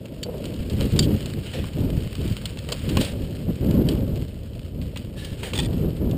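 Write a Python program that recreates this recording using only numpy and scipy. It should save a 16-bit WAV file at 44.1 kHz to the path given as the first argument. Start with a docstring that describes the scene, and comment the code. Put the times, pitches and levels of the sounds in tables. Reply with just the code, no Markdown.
"""Wind buffets the microphone of a camera riding on a mountain bike, fast down a dry dirt trail.
Turbulent air rumbles and roars, and sets the hollow camera case drumming. The tyres crunch
over grit and scuff through a bend, each sound a swarm of tiny impacts. Bumps thump, loose
parts and flung stones rattle, and the chain and the frame ring in their modes when struck."""
import sys
import numpy as np
from scipy import signal
from scipy.fft import rfft, irfft
from scipy.io import wavfile
from scipy.ndimage import uniform_filter1d

SR = 44100
rng = np.random.default_rng(int(sys.argv[2]) if len(sys.argv) > 2 else 0)


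def output_pcm(signal):
    """Save a mono or channel-first signal as 16-bit PCM at the path in sys.argv[1].

    Samples are clipped to [-1, 1] before scaling.
    """
    pcm = np.clip(np.atleast_2d(signal).T, -1, 1) * 32767
    wavfile.write(sys.argv[1], SR, np.round(pcm).astype(np.int16))


N = 272097

# Spectra of the noises. Each row: frequency in Hz, relative spectral density in dB.
BUFFET_SPECTRUM = [(11, -59), (18, -10), (43, 3), (97, 7.5), (260, -10.5), (340, -32.5), (570, -120)]  # large eddies
ROAR_SPECTRUM = [(90, -11), (140, 3.5), (210, 2), (320, -3.5), (420, -8), (560, -16.5), (700, -25.5),
                 (1000, -34), (1600, -40), (3000, -58.5)]  # small eddies
HOUSING_SPECTRUM = [(300, -13), (400, -3), (480, 0.5), (560, -1), (640, -6), (740, -19), (1000, -23.5)]  # the hollow camera case
GRIT_SPECTRUM = [(400, -10), (800, -3), (2000, -1), (3050, 5.5), (3600, -1.5), (4500, -1), (5500, -8),
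                 (5750, -30), (6300, -29), (6600, -8.5), (9000, -4.5), (10500, -18), (13500, -21),
                 (15100, -6.5)]  # gritty hiss, with a narrow band near 6 kHz filtered out
SCUFF_SPECTRUM = [(300, 2), (600, 4.5), (1200, 0.5), (1750, 4), (2200, 3), (3100, 7), (4500, 2), (5500, -5),
                  (8000, -1), (9500, -1), (11000, -16), (15000, -8)]  # sliding tread
CLACK_SPECTRUM = [(900, -13), (1500, -4), (2300, -3.5), (3100, 10.5), (3700, 3.5), (4500, 6), (5300, -6),
                  (7400, -1.5), (9000, -0.5), (10500, -18.5), (13500, -33), (15100, -1)]  # hard parts in contact
KNOCK_SPECTRUM = [(200, -21), (500, 15), (800, -1.5), (1000, 3), (1300, -8), (1900, -9), (2600, 4),
                  (4000, -17)]  # the hollow frame

# Air stream from the riding speed. Each row: time in seconds, roar in dB, buffeting in dB.
AIRFLOW = [(0.0, -39.5, -41.5), (0.55, -32, -34), (1.0, -38, -23), (1.25, -31.5, -32), (1.5, -38.5, -34),
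           (2.6, -39, -33), (3.3, -33, -32.5), (4.45, -41, -33.5), (5.35, -38, -34), (6.17, -30.5, -30.5)]
# Gusts. Each row: start and length in seconds, first and last level in dB.
GUSTS = [(0.724, 0.14, -28.5, -24), (0.94, 0.21, -22.5, -20), (1.344, 0.032, -34, -27.5),
         (1.595, 0.045, -28.5, -34.5), (1.768, 0.083, -25.5, -22.5), (1.883, 0.16, -27, -32.5),
         (2.201, 0.11, -27, -32), (2.854, 0.16, -30.5, -20.5), (3.154, 0.076, -32.5, -34),
         (3.48, 0.018, -25.5, -19.5), (3.625, 0.19, -22, -16.5), (3.858, 0.37, -20.5, -31.5),
         (4.767, 0.1, -33, -39), (5.562, 0.32, -30, -23.5), (6.017, 0.2, -23.5, -27.5)]
# Rough ground shaking the camera case. Each row: start and length in seconds, first level in dB.
SHAKES = [(0.049, 0.29, -45.5), (0.262, 0.28, -33.5), (0.803, 0.06, -34.5), (1.545, 0.068, -34),
          (2.68, 0.076, -35), (2.98, 0.26, -35.5), (5.435, 0.073, -41)]
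# Tyres rolling on dirt. Each row: time in seconds, level of the crunch in dB.
CRUNCH = [(0.0, -56.5), (0.38, -47.5), (0.67, -46.5), (1.01, -41), (1.42, -45.5), (2.06, -46.5),
          (2.34, -42), (2.54, -48.5), (2.68, -46), (2.97, -40), (3.28, -49.5), (3.8, -47.5), (4.62, -55),
          (5.22, -54), (5.45, -46.5), (5.86, -49.5), (6.17, -52.5)]
# Tyres sliding sideways. Each row: start in seconds, level in dB, rise and length in seconds,
# pitch and bandwidth of the rasp in Hz, level of the rasp in dB relative to the slide.
SCUFFS = [(0.806, -45, 0.026, 0.044, 3020, 400, -5), (1.449, -46.5, 0.018, 0.08, 2680, 600, 5),
          (1.533, -43.5, 0.0026, 0.11, 2100, 1200, 4), (2.988, -34, 0.018, 0.14, 3120, 900, -13),
          (5.153, -42.5, 0.037, 0.21, 1720, 45, -8), (5.369, -44, 0.03, 0.13, 3000, 400, -21),
          (5.429, -36.5, 0.0039, 0.1, 1900, 900, -9), (5.541, -35, 0.015, 0.13, 880, 150, -15)]
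# Jolts of the camera. Each row: start in seconds, peak in dB, pitch in Hz.
BUMPS = [(0.603, -17.5, 68.4), (1.365, -24, 173), (1.976, -11, 111), (2.312, -13, 111), (2.97, -7.5, 127),
         (3.492, -14, 119), (5.326, -16.5, 88)]
# The hardest hits of loose parts and stones.
# Each row: start in seconds, level in dB, decay time in seconds, level of the knock in dB.
RATTLES = [(0.0552, -37, 0.0043, -40), (0.4538, -25.5, 0.0035, -47), (0.6976, -28.5, 0.0042, -56),
           (0.8085, -15.5, 0.0014, -29), (0.9608, -31, 0.0095, -29), (1.2582, -22, 0.0019, -46.5),
           (1.6408, -34, 0.0033, -35.5), (2.1525, -25, 0.0023, -36), (2.2767, -25.5, 0.0026, -39),
           (2.4552, -19.5, 0.0041, -42), (2.5721, -30, 0.0022, -34.5), (2.588, -27, 0.0027, -45),
           (2.6886, -17, 0.0009, -31), (2.7215, -21, 0.005, -27.5), (2.7917, -29, 0.0021, -46),
           (2.8895, -28.5, 0.0075, -40), (2.9692, -16, 0.0032, -17), (3.0102, -18.5, 0.0057, -28),
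           (3.0469, -25, 0.0065, -40), (3.709, -27.5, 0.0029, -53), (3.8871, -18, 0.0032, -45),
           (3.917, -33, 0.0049, -54), (4.1579, -23.5, 0.0013, -54), (4.815, -29, 0.0013, -40.5),
           (4.9596, -26, 0.0016, -30), (4.9717, -25, 0.0031, -41), (5.246, -30, 0.0075, -54),
           (5.4313, -31, 0.0024, -28), (5.5338, -28, 0.0095, -26.5), (6.1113, -29, 0.0029, -48.5)]
# Blows on metal. Each row: start in seconds, level in dB, contact time in seconds.
CHAIN_SLAPS = [(0.23, -29.5, 0.0096), (0.9910, -14.5, 0.0033), (1.0244, -33.5, 0.033), (2.7200, -29, 0.013)]
FRAME_JUDDER = [(5.5526, -32, .003), (5.5585, -35, .004), (5.566, -41, 0.0026), (5.5768, -27.5, 0.002),
                (5.5882, -23.5, 0.0038), (5.5998, -26, 0.0025), (5.632, -37, 0.0023), (5.647, -36, 0.0026),
                (5.6574, -35, 0.0015)]
# Modes of the struck parts. Each row: frequency in Hz, relative level in dB, 60 dB decay in seconds.
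CHAIN_MODES = [(1500, -14, .03), (2280, -10, .028), (2900, -7, .025), (3100, -5, .03), (3380, -8, .035),
               (4000, -12, .03), (4400, -6, .022), (4600, -1, .038), (4980, -4, .022), (5250, -4, .022),
               (6700, -8, .02), (7000, -7, .024), (7440, -4, .034), (8890, -14, .022)]
FRAME_MODES = [(906, -14.5, 0.049), (1880, -7, 0.029), (2450, -4.5, 0.03), (2830, -14, 0.033),
               (3150, 1.5, .022), (3510, 3.5, 0.03), (4160, -6, 0.017), (4740, -4.5, .024),
               (5260, -5, 0.016), (7000, -6.5, 0.024), (8000, -6, 0.021), (8750, -0.5, 0.023)]

STRONG_AIR_DB = -25  # reference level of a strong gust
BUFFET_DB, DRUM_DB = -25.5, -40.5  # buffeting and drumming in such a gust
BUFFET_GROWTH, DRUM_GROWTH = 0.36, 0.51  # dB gained for each dB of air


def amp(db):
    """Amplitude ratio of a level in decibels."""
    return 10 ** (np.asarray(db) / 20)


def unit_rms(x):
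    """Normalisation to an rms of 1."""
    return x / np.sqrt(np.mean(x ** 2) + 1e-20)


def curve(rows, column):
    """Linear interpolation of one column of a timed table at every sample."""
    rows = np.asarray(rows)
    return np.interp(np.arange(N) / SR, rows[:, 0], rows[:, column])


def add(mix, start, sound):
    """Superposition of a sound on the mix, from a start in seconds."""
    part = mix[max(round(start * SR), 0):][:len(sound)]
    part += sound[:len(part)]


def drift(n, hz):
    """Low-passed noise of rms 1: a smooth random fluctuation at rates up to about hz."""
    f = np.fft.rfftfreq(n, 1 / SR)
    return unit_rms(irfft(rfft(rng.standard_normal(n)) / (1 + (f / hz) ** 4), n))


def colour(x, spectrum, ripple_db=0, size=8192):
    """Minimum-phase filtering to a spectrum; random ripple gives each struck spot its own resonances."""
    f = np.fft.rfftfreq(size, 1 / SR)
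    hz, db = np.transpose(spectrum)
    level = np.interp(np.log(f + 1), np.log(hz), db)
    octaves_outside = np.log2(np.maximum(hz[0] / (f + 1), 1) * np.maximum(f / hz[-1], 1))
    level -= 24 * octaves_outside
    ripple_hz = np.arange(0, SR / 2, 230)
    level += ripple_db * np.interp(f, ripple_hz, rng.standard_normal(len(ripple_hz)))
    log_gain = np.log(amp(np.maximum(level, -100)))
    two_sided = np.r_[log_gain, log_gain[-2:0:-1]]
    response = np.exp(np.conj(signal.hilbert(two_sided)))
    taps = np.fft.ifft(response).real[:size // 2]
    return signal.fftconvolve(x, taps)[:len(x)]


def noise(n, spectrum, ripple_db=0):
    """Gaussian noise filtered to a spectrum, at rms 1."""
    return unit_rms(colour(rng.standard_normal(n), spectrum, ripple_db))


def grains(n, per_s, spread_db):
    """Shot noise: independent clicks, most small and a few large."""
    strength = amp(spread_db * np.minimum(rng.exponential(1, n), 4.5))
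    return unit_rms(strength * rng.standard_normal(n) * (rng.random(n) < per_s / SR))


def surge(start, length, first_db, last_db, rise_s, fall_s):
    """An envelope that rises just before start, slopes between two levels and is released."""
    t = np.arange(N) / SR - start
    gate = np.clip(1 + t / rise_s, 0, 1) * np.clip(1 - (t - length) / fall_s, 0, 1)
    return gate * amp(np.interp(t, [0, length], [first_db, last_db]))


def eddies(spectrum, lump_db, lump_hz, window=4000):
    """Turbulence is intermittent: noise in quick lumps, its running power held steady."""
    air = colour(rng.standard_normal(N), spectrum) * amp(lump_db * drift(N, lump_hz))
    power = uniform_filter1d(uniform_filter1d(air ** 2, window), window // 2)
    return air / np.sqrt(np.abs(power) + 1e-20)


def gusts():
    """Incoherent gusts add in power; the result is their joint amplitude envelope."""
    return np.sqrt(sum(surge(*row, rise_s=0.026, fall_s=0.034) ** 2 for row in GUSTS))


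def wind(gust):
    """Turbulent pressure: large eddies buffet the microphone, small ones roar and grow faster in gusts."""
    push = amp(BUFFET_DB) * (gust / amp(STRONG_AIR_DB)) ** BUFFET_GROWTH
    buffet = np.hypot(amp(curve(AIRFLOW, 2)), push) * eddies(BUFFET_SPECTRUM, lump_db=1.7, lump_hz=23.3)
    roar = np.hypot(amp(curve(AIRFLOW, 1)), gust) * eddies(ROAR_SPECTRUM, lump_db=1.43, lump_hz=55.6)
    return buffet + roar


def housing(gust):
    """Forced vibration: air and rough ground keep the hollow camera case drumming."""
    air = np.hypot(amp(curve(AIRFLOW, 1)), gust) / amp(STRONG_AIR_DB)
    shakes = sum(surge(start, length, db, db - 10, rise_s=0.015, fall_s=0.036)
                 for start, length, db in SHAKES)
    drive = np.hypot(amp(DRUM_DB) * air ** DRUM_GROWTH, shakes)
    return drive * eddies(HOUSING_SPECTRUM, lump_db=3.5, lump_hz=44.5)


def tyres():
    """Rolling noise: fine dust hisses under the tread while grit cracks in quick clusters."""
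    dust = noise(N, GRIT_SPECTRUM)
    grit = sum(colour(grains(N, per_s=170, spread_db=3.2), GRIT_SPECTRUM, ripple_db=3) for _ in range(8))
    clusters = amp(3 * drift(N, hz=90))
    patches = amp(1.4 * drift(N, hz=23))  # looser and firmer ground
    return amp(curve(CRUNCH, 1) - 4) * patches * (dust + unit_rms(grit * clusters))


def resonate(x, hz, width_hz):
    """Driven response of a single resonance, at rms 1."""
    pole = np.exp((2j * hz - width_hz) * np.pi / SR)
    return unit_rms(signal.lfilter([1], [1, -pole], x).real)


def scuffs():
    """Sliding friction: the tread drags dense grit and rasps at one pitch, swelling and then fading."""
    out = np.zeros(N)
    for start, db, rise, length, rasp_hz, rasp_width, rasp_db in SCUFFS:
        t = np.arange(int(length * SR)) / SR
        swell = np.minimum(t / rise, 1) * (1 - t / length) ** 0.65
        slips = grains(len(t), per_s=7000, spread_db=0.5)
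        slide = unit_rms(colour(slips, SCUFF_SPECTRUM, ripple_db=2.5))
        rasp = resonate(slide, rasp_hz, rasp_width)
        add(out, start, amp(db) * swell * (slide + amp(rasp_db) * rasp))
    return out


def bumps(size=6000):
    """Heavily damped oscillation: each jolt swings the camera mount with a low thump."""
    out, t = np.zeros(N), np.arange(size) / SR
    for start, db, hz in BUMPS:
        swing = np.sin(2 * np.pi * hz * t) * (1 - np.exp(-t / 0.00106)) * np.exp(-t / 0.006)
        add(out, start, amp(db) * swing / np.abs(swing).max())
    return out


def rattles(hits, size=5000):
    """Impact noise: a buzz of hard contacts, a faint after-rattle and a knock in the hollow frame."""
    out, t = np.zeros(N), np.arange(size) / SR
    for start, db, decay, knock_db in hits:
        buzz = noise(size, CLACK_SPECTRUM, ripple_db=1)
        buzz *= (1 - np.exp(-t / 0.0013)) * np.exp(-t / decay)
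        ticks = grains(size, per_s=1400, spread_db=3)
        after_rattle = unit_rms(colour(ticks, GRIT_SPECTRUM, ripple_db=0.5)) * np.exp(-t / 0.046)
        knock = noise(size, KNOCK_SPECTRUM, ripple_db=4.5) * np.exp(-t / 0.008)
        add(out, start, amp(db) * (buzz + amp(-21) * after_rattle) + amp(knock_db) * knock)
    return out


def pebbles(count=80, per_s=8, over_crunch_db=11.5, spread_db=0.5, decay_s=0.0031):
    """Random impacts: small stones tick on the bike, louder where the tyres crunch harder."""
    wait, strength = rng.random((count, 2)).T
    times = np.cumsum(2 * wait) / per_s
    levels = np.interp(times, *np.transpose(CRUNCH)) + over_crunch_db + spread_db * (2 * strength - 1)
    hits = [(start, db, decay_s, db - 16.5) for start, db in zip(times, levels) if start < N / SR]
    return rattles(hits, size=2500)


def clatter(blows, modes, ring_db, scatter_db, detune_share, size=5000):
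    """Modal ringing: a burst of contacts crashes and excites a metal part, differently at each blow."""
    out, t = np.zeros(N), np.arange(size) / SR
    hz, mode_db, t60 = np.transpose(modes)[:, :, None]
    for start, db, contact in blows:
        force = np.exp(-(t / contact) ** 4) + amp(-15) * np.exp(-t / 0.017)  # the blow, then settling
        crash = noise(size, CLACK_SPECTRUM, ripple_db=2) * force
        weight, detune, phase = rng.standard_normal((3, len(modes), 1))
        tones = np.sin(2 * np.pi * (hz * (1 + detune_share * detune) * t + phase))
        ring = (amp(mode_db + scatter_db * weight - 60 * t / t60) * tones).sum(0)
        # the ring builds during the contact, and loose parts chatter as they ring
        ring *= np.minimum(t / contact, 1) * amp(3.5 * drift(size, hz=300))
        attack = t < contact + 0.002
        hit = crash + amp(ring_db) * ring / np.std(ring[attack])
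        add(out, start, amp(db) * hit / np.std(hit[attack]))
    return out


def scene():
    """Direct sound only: every source travels with the microphone, close by in the open air."""
    chain = clatter(CHAIN_SLAPS, CHAIN_MODES, ring_db=-3, scatter_db=2, detune_share=0.008)
    judder = clatter(FRAME_JUDDER, FRAME_MODES, ring_db=2, scatter_db=3, detune_share=0.025)
    gust = gusts()
    bike = tyres() + scuffs() + rattles(RATTLES) + pebbles() + chain + judder + bumps()
    return (wind(gust) + housing(gust) + bike)[None]


def record(dry):
    """Ring modulation: faint fizz follows the wind; the treble is notched near 6 kHz and band-limited."""
    carrier_hz, notch_hz, limit_hz = 12000, [5700, 6360], 15350
    low = signal.sosfilt(signal.butter(4, 1100, fs=SR, output="sos"), dry)
    low = signal.sosfilt(signal.butter(1, 600, "high", fs=SR, output="sos"), low)
    # the low band, mostly wind, is mirrored on both sides of the carrier
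    fizz = amp(-18) * low * np.cos(2 * np.pi * carrier_hz * np.arange(N) / SR)
    notch = signal.firwin(451, notch_hz, fs=SR)
    notch_floor = amp(-9)
    notched = notch_floor * dry + (1 - notch_floor) * signal.oaconvolve(dry, notch[None], "same")
    band_limit = signal.firwin(401, limit_hz, window=("kaiser", 8), fs=SR)
    return signal.oaconvolve(notched + fizz, band_limit[None], "same")


dry = scene()
out = record(dry)
output_pcm(out)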